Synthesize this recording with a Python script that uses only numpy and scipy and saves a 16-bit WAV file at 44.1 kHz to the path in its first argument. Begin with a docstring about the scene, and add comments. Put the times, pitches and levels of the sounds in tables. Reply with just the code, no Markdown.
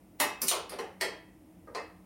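"""A small hard-walled kitchen: a glass turntable plate is set and shifted inside a microwave oven.
Each contact cracks (grainy noise, shaped in tone and decay) and rings plate, support and steel
cavity (damped sines); the room answers with a diffuse noise tail.
Underneath lie a faint hiss of room air (shaped noise), a wavering appliance hum (narrow noise)
and a steady mains tone (sine)."""
import sys
import numpy as np
from scipy import signal
from scipy.fft import rfft, irfft, next_fast_len
from scipy.io import wavfile

SR = 44100
rng = np.random.default_rng(int(sys.argv[2]) if len(sys.argv) > 2 else 0)


def wav_out(sig):
    """Save sig, one row per channel (or a flat mono array), as 16-bit PCM at SR to the path in sys.argv[1]."""
    wavfile.write(sys.argv[1], SR, np.round(np.clip(np.atleast_2d(sig).T, -1, 1) * 32767).astype(np.int16))


N = 90405


def amp(db):
    """dB to gain."""
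    return 10 ** (np.asarray(db) / 20)


def unit(x):
    """Scale to rms 1."""
    return x / np.sqrt(np.mean(x ** 2) + 1e-20)


def along(points, hz):
    """Read a curve of (frequency, value) points on a log frequency axis."""
    f, v = np.transpose(points)
    return np.interp(np.log(hz + 1), np.log(f + 1), v)


def filtered(x, response):
    """Shape the spectrum of x by a gain that depends on frequency."""
    m = next_fast_len(len(x) + 8192)
    return irfft(rfft(x, m) * response(np.fft.rfftfreq(m, 1 / SR)), m)[:len(x)]


# Spectrum of the room air: f/Hz, relative level/dB
AIR_SPECTRUM = [(15, -29), (25, -19), (43, -6), (148, -11), (184, -11.5), (211, -11), (307, -3),
                (361, -15.5), (654, -16.5), (1590, -32.5), (2090, -29.5), (4330, -40.5), (15800, -37)]
AIR_DB = -59.5  # rms


def room_air():
    """Steady broadband hiss, strongest in the bass."""
    return amp(AIR_DB) * unit(filtered(rng.standard_normal(N), lambda f: amp(along(AIR_SPECTRUM, f))))


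# Hum resonances: f/Hz, half-width at half gain/Hz, rms level/dB
HUM_BANDS = [(87.8, 7.7, -68.5), (184.7, 8.7, -62.5), (316, 13, -63)]


def appliance_hum():
    """Noise squeezed into narrow resonances, so each hum tone wavers in level."""
    hum = np.zeros(N)
    for hz, width, db in HUM_BANDS:
        band = filtered(rng.standard_normal(N), lambda f: 1 / (1 + ((f - hz) / width) ** 2))
        hum += amp(db) * unit(band)
    return hum


MAINS_HZ, MAINS_PEAK_DB = 50, -65.5


def mains_tone():
    """A steady sine at the mains frequency."""
    return amp(MAINS_PEAK_DB) * np.sin(2 * np.pi * MAINS_HZ * np.arange(N) / SR)


RATTLE_DB, GRAIN = 3.5, 22  # spread of grain levels; grain length in samples (half a millisecond)


def rattle(size):
    """Noise in grains of uneven level: glass chattering on a hard surface."""
    grains = np.repeat(rng.standard_normal(size // GRAIN + 1), GRAIN)[:size]
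    return unit(rng.standard_normal(size) * amp(RATTLE_DB * grains))


LEAD = 660  # samples before the blow
SWELL_DB, SWELL_S = -10, 0.0033  # soft noise swelling just before the blow; level, rise time constant
TICK_T60_S = 0.015


def crack(colour, tick_db, t60, t):
    """Noise swells softly, then the blow dies at two speeds: contact noise and a sharp tick."""
    swell = amp(SWELL_DB) * np.exp(-t[LEAD:0:-1] / SWELL_S)
    decay = amp(-60 * t / t60) + amp(tick_db - 60 * t / TICK_T60_S)
    noise = rattle(LEAD + len(t)) * np.r_[swell, decay]
    # the square root darkens the noise before the landing's own colour
    return filtered(noise, lambda f: amp(along(colour, f)) / np.sqrt(f / 3000 + 0.037))


MODE_SCATTER_DB, RING_RISE_S = 2, 0.0073  # spread of mode levels; rise time constant


def ring(modes, t, free):
    """Damped sine modes, levels new for each blow; free is the share of the free ring length."""
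    hz, db, t60 = np.transpose(modes)[:, :, None]
    level = db + MODE_SCATTER_DB * rng.standard_normal(hz.shape) - 60 * t / (t60 * free)
    return (amp(level) * np.sin(2 * np.pi * hz * t)).sum(0) * (1 - np.exp(-t / RING_RISE_S))


# Decay of the room: f/Hz, t60/s
ROOM_DECAY = [(250, 0.32), (1000, 0.51), (3000, 0.41), (7000, 0.28), (15000, 0.18)]
# Build-up of the room: f/Hz, time constant/s
ROOM_BUILDUP = [(250, 0.01), (1000, 0.0027), (4000, 0.001)]


def room_tail():
    """A fresh diffuse answer; each frequency builds up and dies at its own speed."""
    hz, t, noise = signal.stft(rng.standard_normal(SR // 2), SR, nperseg=128)
    decay = amp(-60 * t / along(ROOM_DECAY, hz)[:, None])
    buildup = 1 - np.exp(-t / along(ROOM_BUILDUP, hz)[:, None])
    shape = decay * buildup
    shape = shape / np.linalg.norm(shape, axis=1, keepdims=True)
    tail = signal.istft(noise * shape, SR, nperseg=128)[1][:SR // 2]
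    return tail / np.linalg.norm(tail)


# Centres of the ten colour bands: f/Hz
COLOUR_HZ = [220, 450, 880, 1400, 2050, 3000, 4500, 6700, 10000, 14500]
# Each landing of the glass: t/s, level/dB, ten colour levels/dB (at COLOUR_HZ),
# plate ring/dB, cavity ring/dB, support ring/dB, ring length/share of free ring,
# sharp tick/dB, contact t60/s
LANDINGS = [ (.201, -7.5, -25, -21, -12, -18, -13.5, -19, -17, -17.5, -17, -15, -5.5, -16, -36, 0.94, 6.4, 0.043),
            (.219, -18.5, -28, -10, -24, -17, -9, -26, -24, -16.5, -33, -21, -2.5, -21, -25, 0.71, 4.4, 0.027),
            (0.4174, -14.5, -31, -26, -27, -26, -23, -24.5, -22.5, -20.5, -14.5, -12.5, -15, -11.5, -15, 0.42, 11.4, .025),
            (.433, -29.5, -12, -19.5, -14, -22, -21, -32, -12, -18, -10, -19, -19, -10, -4, 1, 6, .013),
            (0.471, -25, -27, -24, -20.5, -36, -38, -32, -9, -10.5, -8, -11, -21, -4, -20, 0.52, 4, .037),
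            (.483, -6, -56, -31, -34.5, -46, -25, -19, -20, -15.5, -15, -19, -18.5, -10.5, -13, 0.82, 5.8, .024),
            (.513, -20, -39, -11, -9, -14, -14.5, -11, -10, -28, -38, -24.5, -13, -9, -18.5, 1, 10, 0.093),
            (.695, -30, -42, -11.5, -20, -10.5, -14.5, -19, -13.5, -22, -10, -20, -14, -21.5, -29, .7, 7.1, 0.05),
            (.721, -28, -21, -9.5, -9, -14, -14, -16, -15, -31, -32, -33.5, -8.5, -16, -11, 0.52, 6.5, 0.078),
            (.787, -20.5, -25, -11, -14, -16, -17.5, -18.5, -19, -26, -25.5, -36, -5.5, -3, -8.5, 0.39, 4.3, 0.046),
            (.815, -38.5, -28.5, -6.5, -3.5, -10, -17, -26, -35, -38, -37, -35, -8.5, -29, -5.5, 0.91, 7, .04),
            (1.011, -15, -27, -16.5, -11.5, -13, -7.5, -17, -12, -18, -18, -22.5, -14, -17.5, -7.5, 0.75, 8.97, 0.033),
            (1.037, -27.5, -28, -2, -15, -26, -9, -12, -32, -30, -28, -37.5, -19, -16, -20, 0.54, 5.7, .02),
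            (1.674, -37.5, -13, 0, -17, -9.5, -22, -42, -34, -39.5, -37, -36, -9, -14, -26, .6, 5, 0.075),
            (1.749, -23, -32, -8.5, -11, -11.5, -14, -12, -12.5, -22, -24.5, -38.5, -12.5, -7, -20, 0.72, 11.6, 0.0083),
            (1.774, -32.5, -26, -19, -5.5, -15, -9, -21, -34, -28, -42, -58, -0.5, -9, -10, 0.55, 5.2, .012)]
# Glass plate modes: f/Hz, level/dB, free t60/s
PLATE_MODES = [(280, -6, .3), (597, -6, .36), (868, -7, .33), (892, -6, .33), (938, -5, .26),
               (1169, -11, .5), (1533, -9, .3), (1846, 1, .3), (2078, -2, .4), (2593, -3, .7),
               (2875, -6, .32), (3548, -14, .3), (7300, -13, .3)]
# Steel cavity modes: f/Hz, level/dB, free t60/s
CAVITY_MODES = [(1047, 8, .2), (1265, 2, .14), (1470, 1, .16), (1760, 0, .16), (2407, 3, .13),
                (4129, 3, .16), (4400, 2, .16), (9300, -2, .1), (10650, -1, .1)]
# Modes of the support under the plate: f/Hz, level/dB, free t60/s
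SUPPORT_MODES = [(384.9, 7.5, 0.38), (493.6, -4, 0.24), (2170, -7.5, 0.26), (2200, -7.5, .45),
                 (3220, -7, 0.59)]
# Direct path of the crack, bass arrives mostly by the walls: f/Hz, level/dB
DIRECT_PATH = [(200, -12.5), (800, -5), (2500, 0.5)]
CRACK_ROOM_DB, RING_ROOM_DB = 6.5, -13  # sends to the room


def contacts():
    """Every landing excites crack and rings, coloured by how it lands, and the room answers."""
    out, t = np.zeros(N + SR), np.arange(SR // 2) / SR
    for s, db, *colour_db, plate_db, cavity_db, support_db, free, tick_db, t60 in LANDINGS:
        # the colour falls away below its lowest band
        colour = [(90, colour_db[0] - 23.5)] + list(zip(COLOUR_HZ, colour_db))
        blow = crack(colour, tick_db, t60, t)
        rings = amp(plate_db) * ring(PLATE_MODES, t, free)
        rings += amp(cavity_db) * ring(CAVITY_MODES, t, free)
        rings += amp(support_db) * ring(SUPPORT_MODES, t, free)
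        rings = filtered(np.pad(rings, (LEAD, 0)), lambda f: amp(along(colour, f)))
        send = amp(CRACK_ROOM_DB) * blow + amp(RING_ROOM_DB) * rings
        wet = signal.fftconvolve(send, room_tail())[:len(blow)]
        direct = filtered(blow, lambda f: amp(along(DIRECT_PATH, f)))
        start = round(s * SR) - LEAD
        out[start:start + len(blow)] += amp(db) * (direct + rings + wet)
    return out[:N]


def scene():
    """The handling over the quiet kitchen."""
    background = room_air() + appliance_hum() + mains_tone()
    return (background + contacts())[None]


# Microphone peaks: f/Hz, half-width at half the dB boost/Hz, level/dB
MIC_PEAKS = [(5327, 300, 2.5), (8990, 240, 7), (11000, 300, 4.5)]
LOW_HZ, TOP_HZ = 41.16, 15900  # bass cut at half gain; upper band limit


def record(dry):
    """Microphone resonances lift narrow bands; the deep bass and the top are cut."""
    def microphone(f):
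        peaks_db = sum(db / (1 + ((f - hz) / width) ** 2) for hz, width, db in MIC_PEAKS)
        bass_cut = f ** 4 / (f ** 4 + LOW_HZ ** 4)
        return amp(peaks_db) * bass_cut * (f < TOP_HZ)
    return filtered(dry[0], microphone)[None]


dry = scene()
out = record(dry)
wav_out(out)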